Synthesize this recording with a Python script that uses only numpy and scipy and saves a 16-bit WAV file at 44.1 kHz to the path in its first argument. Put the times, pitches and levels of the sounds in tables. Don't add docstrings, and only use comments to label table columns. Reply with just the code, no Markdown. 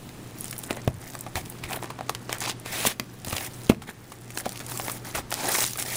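import sys
import numpy as np
from scipy import signal
from scipy.fft import rfft, irfft, next_fast_len
from scipy.io import wavfile
from scipy.ndimage import uniform_filter1d, map_coordinates

SR = 44100
rng = np.random.default_rng(int(sys.argv[2]) if len(sys.argv) > 2 else 0)


def put_to_file(sound):
    columns = np.atleast_2d(sound).T
    safe = np.clip(columns, -1, 1)
    whole_steps = np.round(safe * 32767)
    wavfile.write(sys.argv[1], SR, whole_steps.astype(np.int16))


N = 262836
TOP_HZ = 15600

# start in seconds,
# length in seconds, relative hiss level in dB, swell over the stroke in dB, rub gain over hiss gain in dB,
# resonance of the stretched sheet in Hz, crinkle share 0-1, treble tilt in dB per octave.
HAND_STROKES = [(0.029, 0.075, -55, -1, -6, 2420, 0, 1), (0.386, 0.29, -50, -3, -12, 2450, 0.8, 2.5),
                (0.709, 0.081, -52, -12, 8.5, 990, 1, 3.5), (1.019, 0.18, -48, -6, -2, 2000, 1, 1),
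                (1.368, 0.042, -40, -10.5, 0.5, 2350, 0.2, 0), (1.443, 0.13, -59, 6, 5.5, 2480, 0.7, 7),
                (1.639, 0.023, -46, -1, 7, 2200, 0.4, -1), (1.692, 0.09, -47, -1.5, 8, 1480, 0.9, 7.5),
                (1.832, 0.08, -52.5, -13, 5.5, 1110, 1, -2),
                (2.301, 0.065, -47.5, -1.5, 10, 1100, 0.46, 0.5),
                (2.419, 0.089, -32, -2, -1.5, 2670, 0.48, -7), (2.664, 0.05, -42, -1, 5.5, 2260, 0, -0.5),
                (2.724, 0.19, -32.5, 3.5, 3, 2240, 0.07, -2),
                (2.855, 0.014, -23.5, 14, -20, 2430, 0.06, 0.5),
                (3.268, 0.0624, -41, 3, -1.5, 2920, 0.88, 2), (3.331, 0.14, -40, 0, 3, 2680, .55, 4),
                (3.502, 0.18, -51, -0.5, -3, 2440, 0.53, 2), (3.878, 0.0243, -44.5, 3, 8.5, 2270, 0.53, 0),
                (4.078, 0.047, -55.5, 11, -8, 2000, 0.7, 5), (4.287, 0.12, -45, 16, -3, 1570, 0.93, 0.5),
                (4.453, 0.28, -47, -1, -1.5, 1300, 0.36, -3), (4.69, 0.19, -42, -9, -5, 900, 0.7, 3.5),
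                (4.842, 0.13, -42.5, -4.5, -1, 1500, 0.47, 3), (5.058, 0.065, -44, -7, 0, 1470, 0.58, 0.5),
                (5.153, 0.041, -36, -0.5, 3.5, 1110, 0.3, 0), (5.312, 0.11, -35.5, 7, -1, 890, 0.1, -5),
                (5.433, 0.082, -30, 1.5, 0, 400, 0.47, -1.5), (5.512, 0.12, -24, 4, -6.5, 1730, 0.44, -0.7),
                (5.653, 0.097, -33, -15.5, -19, 2350, 0.54, -1),
                (5.79, 0.045, -33.5, -7.5, -1.5, 2100, 0.4, 2),
                (5.859, 0.1, -33.5, 5, -4.5, 2100, 0.6, 0.5)]


def amp(db):
    return 10 ** (np.asarray(db) / 20)


def unit(x):
    return x / np.sqrt(np.mean(x ** 2) + 1e-20)


def along(points, hz):
    point_hz, value = np.transpose(points)
    return np.interp(np.log(hz + 1), np.log(point_hz + 1), value)


def wobble(rate_hz):
    knots = rng.standard_normal(int(N * rate_hz / SR) + 4)
    return map_coordinates(knots, [np.arange(N) * rate_hz / SR])


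def filtered(x, response):
    m = next_fast_len(N + SR // 2)
    return irfft(rfft(x, m) * response(np.fft.rfftfreq(m, 1 / SR)), m)[..., :N]


def coloured(x, spectrum):
    return unit(filtered(x, lambda hz: amp(along(spectrum, hz))))


def struck(x, spectrum):
    n = len(x)
    cepstrum = irfft(np.log(amp(along(spectrum, np.fft.rfftfreq(n, 1 / SR)))))
    cepstrum[1:n // 2] *= 2
    cepstrum[n // 2 + 1:] = 0
    return irfft(rfft(x) * np.exp(rfft(cepstrum)))


def add(track, start_s, sound):
    part = track[int(start_s * SR):][:len(sound)]
    part += sound[:len(part)]


def sliding():
    # frequency in Hz, relative level in dB.
    rub_spectrum = [(88, -36), (150, -28), (177, -1), (356, -0.5), (476, -6.5), (802, -0.5), (958, -5.5),
                    (1470, -7), (1850, -2.5), (2410, -5), (2880, -9.5), (4000, -7), (5200, -16),
                    (8800, -120)]
    # frequency in Hz, relative level in dB.
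    film_spectrum = [(700, -6), (2200, -10.5), (3500, -4), (7000, -0.5), (11000, 1.5), (15000, 2.5)]
    hiss_gain, rub_gain = stroke_levels()
    _, crinkle, _ = sheet_state(np.arange(N) / SR)

    def rough(ticks):
        return np.sqrt(crinkle) * ticks + np.sqrt(1 - crinkle) * rng.standard_normal(N)

    judder = crinkle * wobble(170)
    slips = grains(rate_hz=1500, centre_hz=1226, spread_octaves=1.73, cycles=1.34, scatter_db=3.0)
    rub = sheet(coloured(rough(slips), rub_spectrum), peak_db=3.5, octaves=0.2, patchy_db=2)
    buckles = grains(rate_hz=1500, centre_hz=8500, spread_octaves=1.0, cycles=1.08, scatter_db=5.0, size=64)
    hiss = sheet(coloured(rough(buckles), film_spectrum), peak_db=8.0, octaves=0.69, patchy_db=2.5)
    rub_part = rub * rub_gain * amp(3.7 * judder)
    hiss_part = hiss * hiss_gain * amp(6.0 + 2.2 * judder)
    return rub_part + hiss_part


def stroke_levels():
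    attack_s, release_s = 0.013, 0.014
    rest_hiss_db, rest_rub_db = -56.5, -56
    t = np.arange(N) / SR
    hiss, rub = np.full(N, amp(rest_hiss_db)), np.full(N, amp(rest_rub_db))
    for start_s, length_s, db, swell_db, rub_db, *_ in HAND_STROKES:
        before = np.maximum(start_s - t, 0) / attack_s
        after = np.maximum(t - start_s - length_s, 0) / release_s
        edge_db = -10 * np.minimum(before + after, 10)
        progress = np.clip((t - start_s) / length_s, 0, 1)
        gain = amp(db + swell_db * (progress - .5) + edge_db)
        hiss = np.maximum(hiss, gain)
        rub = np.maximum(rub, gain * amp(rub_db))
    return hiss, rub


def sheet_state(t):
    start_s, length_s, *_, hz, crinkle, tilt = np.transpose(HAND_STROKES)
    centre_s = start_s + length_s / 2
    return [np.interp(t, centre_s, column) for column in (hz, np.clip(crinkle, 0, 1), tilt)]


def grains(rate_hz, centre_hz, spread_octaves, cycles, scatter_db, size=256):
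    count = int(rate_hz * N / SR)
    when, pitch, strength = rng.random((count, 3)).T[:, :, None]
    hz = np.clip(centre_hz * 2 ** (spread_octaves * (2 * pitch - 1)), 100, TOP_HZ)
    turns = hz * np.arange(size) / SR
    gain = amp(-scatter_db * np.log(np.maximum(strength, .015)))
    waves = gain * np.sqrt(hz) * np.sin(2 * np.pi * turns) * np.exp(-turns / cycles)
    at = (when * N).astype(int) + np.arange(size)
    return unit(np.bincount(at.ravel(), waves.ravel(), N)[:N])


def sheet(x, peak_db, octaves, patchy_db):
    tilt_above_hz = 4600
    hz, t, z = signal.stft(x, SR, nperseg=512)
    centre_hz, _, tilt = sheet_state(t)
    offset_octaves = np.log2(hz[:, None] + 1) - np.log2(centre_hz)
    facets = uniform_filter1d(rng.standard_normal(z.shape), size=3, axis=0)
    facets = unit(uniform_filter1d(facets, size=4, axis=1))
    peak = peak_db * np.exp(-(offset_octaves / octaves) ** 2)
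    lean_db = 2.6 * np.clip(-offset_octaves - 1.2, 0, 2)
    treble_db = tilt * np.log2(np.maximum(hz[:, None] / tilt_above_hz, 1))
    gain_db = peak - lean_db + treble_db + patchy_db * facets
    return unit(signal.istft(z * amp(gain_db), nperseg=512)[1][:N])


def snaps(size=4096):
    # time in seconds, relative level in dB, pitch of the film patch in Hz,
    # t60 of the crackle in seconds.
    loud_folds = [(0.409, -29.5, 10500, 0.0062), (0.4438, -32.5, 8500, .007), (0.4566, -40, 8500, .01),
                  (0.511, -30.5, 9700, 0.0094), (0.528, -36.5, 2830, 0.02), (0.581, -31, 11600, 0.0043),
                  (0.5899, -29, 11500, 0.0033), (0.6345, -35, 9000, 0.033), (0.7076, -27.5, 1920, 0.022),
                  (0.7709, -36.5, 600, 0.019), (0.8768, -27.5, 476, .024), (1.1518, -32, 1150, 0.012),
                  (1.2091, -30, 10050, .004), (1.2647, -33, 750, 0.049), (1.3558, -27.5, 2200, 0.021),
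                  (1.3717, -30.5, 745, 0.036), (1.4595, -41.5, 3840, .006), (1.4998, -32.5, 11100, .005),
                  (1.6378, -33, 2320, 0.036), (1.7097, -37, 1264, .0044), (1.7313, -31, 2300, 0.024),
                  (1.8268, -33.5, 910, 0.0062), (1.8429, -36, 1000, 0.01), (1.9026, -33, 990, 0.039),
                  (1.9895, -34.5, 720, 0.027), (2.0093, -31, 760, 0.0065), (2.0945, -23, 1060, 0.011),
                  (2.1015, -37, 5070, 0.0095), (2.1498, -31, 1880, 0.018), (2.2944, -31, 690, 0.013),
                  (2.3282, -24.5, 1750, 0.0053), (2.3838, -36.5, 7960, 0.0057), (2.4055, -30, 6600, 0.0036),
                  (2.4953, -29, 3240, 0.065), (2.599, -41, 9800, 0.004), (2.6603, -34, 950, 0.01),
                  (2.8518, -22.5, 1020, 0.0083), (2.8724, -18.5, 3780, .0084), (2.9977, -22, 2050, 0.01),
                  (3.2476, -31.5, 4270, 0.018), (3.2704, -38.5, 1103, .028), (3.3288, -27.5, 1190, 0.012),
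                  (3.3661, -25, 3080, 0.015), (3.382, -29, 2430, 0.009), (3.6944, -23.5, 2540, 0.081),
                  (3.698, -20, 448, 0.036), (3.7192, -28, 710, .022), (3.747, -42, 2600, .008),
                  (3.82, -33, 1300, 0.07), (4.1197, -35.5, 1240, 0.042), (4.3744, -25, 1630, 0.014),
                  (4.3846, -27.5, 8490, 0.023), (4.4571, -29, 1324, .029), (4.4634, -26, 755, 0.032),
                  (4.4929, -32, 6100, .0063), (4.6024, -33.5, 1510, 0.054), (4.6646, -35, 9000, 0.0071),
                  (4.7179, -34, 1080, 0.031), (4.7751, -29.5, 7900, .0045), (4.7982, -30, 770, 0.01),
                  (4.8815, -29.5, 980, 0.016), (4.897, -30, 1400, 0.044), (4.9163, -29.5, 10050, .034),
                  (5.1493, -27, 1450, 0.063), (5.3067, -31.5, 7500, 0.0043), (5.317, -30.5, 1780, 0.016),
                  (5.3247, -26, 1280, 0.018), (5.3413, -25, 5040, 0.002), (5.4875, -24.5, 10400, .003),
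                  (5.5488, -27, 2390, 0.037), (5.5607, -28, 9000, .008), (5.5856, -24, 1130, 0.01),
                  (5.6219, -32, 7420, .004), (5.641, -22.5, 4000, 0.013), (5.709, -32, 8000, .016),
                  (5.7342, -30.5, 5950, 0.0035), (5.7571, -33.5, 1340, 0.024), (5.775, -29, 9100, 0.0033),
                  (5.825, -25.5, 5730, .0045)]
    # patch pitch in Hz, boost in dB.
    knock_points = [(500, 13.5), (850, 15.5), (1300, 10.5), (2200, 4), (6000, 5)]
    # patch pitch in Hz, boost in dB.
    crisp_points = [(750, -12), (1200, 0.5), (2300, -6.5), (5000, 3.5), (9000, 13), (11500, 45)]
    out, onset = np.zeros(N), size // 16
    t = (np.arange(size) - onset) / SR
    for time_s, db, hz, t60_s in [*loud_folds, *small_ticks()]:
        knock_db, crisp_db = along(knock_points, hz), along(crisp_points, hz)
        lead_in = 0.29 * amp(-60 * abs(t) / 0.0047)
        crackle = amp(-60 * abs(t) / t60_s) + 0.064 * amp(-60 * abs(t) / 0.088)
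        ragged = amp(3 * np.interp(t, t[::64], rng.standard_normal(size // 64)))
        burst = ragged * rng.standard_normal(size) * np.where(t < 0, lead_in, crackle)
        burst[onset] = 3.0
        patch = signal.iirpeak(min(hz, TOP_HZ), 5.5, SR)
        burst = burst + 1.27 * signal.lfilter(*patch, burst)
        colour = [(60, knock_db - 25.5), (300, knock_db - 4), (750, knock_db), (1400, knock_db / 2 - 0.5),
                  (2300, 4.2), (4000, crisp_db / 3 + 0.5), (8000, crisp_db), (15000, 1.13 * crisp_db + 0.5)]
        snap = struck(burst, colour)
        add(out, time_s + t[0], snap / np.linalg.norm(snap) * amp(db + 27.0))
    return out


def small_ticks(count=80):
    ticks_per_stroke_s, tick_hz, spread_octaves = 20, 5170, 1.0
    tick_db, scatter_db = -43.5, 2.45
    growth = 0.26
    start_s, length_s, db, *_ = np.transpose(HAND_STROKES)
    pick, when, size, pitch = rng.random((count, 4)).T
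    k = np.searchsorted(np.cumsum(length_s) / length_s.sum(), pick)
    time_s = start_s[k] + when * length_s[k]
    level_db = tick_db + growth * (db[k] - db.mean()) - scatter_db * np.log(np.maximum(size, .05))
    hz = tick_hz * 2 ** (spread_octaves * (2 * pitch - 1))
    rows = np.transpose([time_s, level_db, hz, np.full(count, 0.005)])
    return rows[:int(ticks_per_stroke_s * length_s.sum())]


def thumps(size=8192):
    # time in seconds, relative level in dB, panel pitch in Hz.
    blows = [(0.7084, -21, 288), (0.877, -12, 113), (1.356, -25, 76.5), (1.645, -33, 65), (2.854, -22, 240),
             (2.871, -18.5, 193), (2.998, -19, 197), (3.274, -26, 103), (3.329, -22, 97),
             (3.6983, -1.5, 214), (3.7113, -20.5, 111.5), (3.890, -25, 192), (4.463, -21, 190),
             (5.149, -27.5, 136), (5.172, -34, 55)]
    # frequency in Hz, level against the swing in dB, t60 in seconds.
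    box_modes = [(238, -34, 0.21), (444, -39, 0.42), (653, -10, 0.018), (1060, -42, 0.087),
                 (2530, -28, 0.046)]
    colour = [(25, 4), (100, 2), (250, 3.5), (560, 3.5), (1100, -5), (5000, -5), (15000, 11)]
    out, t = np.zeros(N), np.arange(size) / SR
    for time_s, db, hz in blows:
        swing = np.cos(2 * np.pi * hz * t) * np.exp(-hz * t / 0.61)
        ring = sum(amp(level_db - 60 * t / t60_s) * np.sin(2 * np.pi * mode_hz * t)
                   for mode_hz, level_db, t60_s in box_modes)
        add(out, time_s, amp(db) * struck(swing + ring, colour))
    return out


def room(x):
    # frequency in Hz, t60 in seconds.
    decay_points = [(100, 0.41), (400, 0.14), (2000, 0.15), (12000, 0.12)]
    delay_s = 0.0055
    hz, t, z = signal.stft(rng.standard_normal(SR // 2), SR, nperseg=256)
    decay = amp(-60 * t / along(decay_points, hz)[:, None])
    tail = signal.istft(z * decay, SR, nperseg=256)[1]
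    tail = np.pad(tail / np.linalg.norm(tail), (int(delay_s * SR), 0))
    return signal.fftconvolve(x, tail)[:N]


def background():
    # frequency in Hz, relative level in dB.
    air_spectrum = [(25, -5), (70, -5), (110, 3), (170, 0.5), (330, -2), (500, -10), (700, -12),
                    (1300, -15.5), (2200, -20.5), (3400, -23), (9500, -31.5), (15000, -55)]
    # frequency in Hz, mean level in dB rms.
    hum_partials = [(120, -47), (240, -63.5), (360, -59.5)]
    t = np.arange(N) / SR
    drift_rad = 0.22 * wobble(7)
    hum = sum(amp(db + wobble(4.27)) * np.sqrt(2) * np.sin(2 * np.pi * hz * t + drift_rad)
              for hz, db in hum_partials)
    return hum + amp(-43.5) * coloured(rng.standard_normal(N), air_spectrum)


def scene():
    film, box = sliding() + snaps(), thumps()
    answers = amp(-17.5) * room(film) + amp(-10.0) * room(box)
    mono = film + box + answers + background()
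    return np.array([mono, mono])


def gain_control(x, threshold_db, slope, recovery_db_per_s):
    keep = np.exp(-1 / (0.01 * SR))
    power = signal.lfilter([1 - keep], [1, -keep], x[0] ** 2)
    level_db = 10 * np.log10(power + 1e-12)
    ramp_db = recovery_db_per_s * np.arange(N) / SR
    wanted_cut_db = slope * np.maximum(level_db - threshold_db, 0)
    cut_db = np.maximum.accumulate(wanted_cut_db + ramp_db) - ramp_db
    return x * amp(-signal.lfilter([1 - keep], [1, -keep], cut_db))


def record(dry):
    notch_hz, floor_width_hz, notch_width_hz = 12600, 130, 2600

    def notch(hz):
        detune = notch_hz ** 2 - hz ** 2
        return (detune + 1j * floor_width_hz * hz) / (detune + 1j * notch_width_hz * hz)

    heard = filtered(dry, notch)
    held = gain_control(heard, threshold_db=-25.5, slope=0.4, recovery_db_per_s=6.0)
    return filtered(np.clip(held, -1, 1), lambda hz: 1 / (1 + (hz / TOP_HZ) ** 120))


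dry = scene()
out = record(dry)
put_to_file(out)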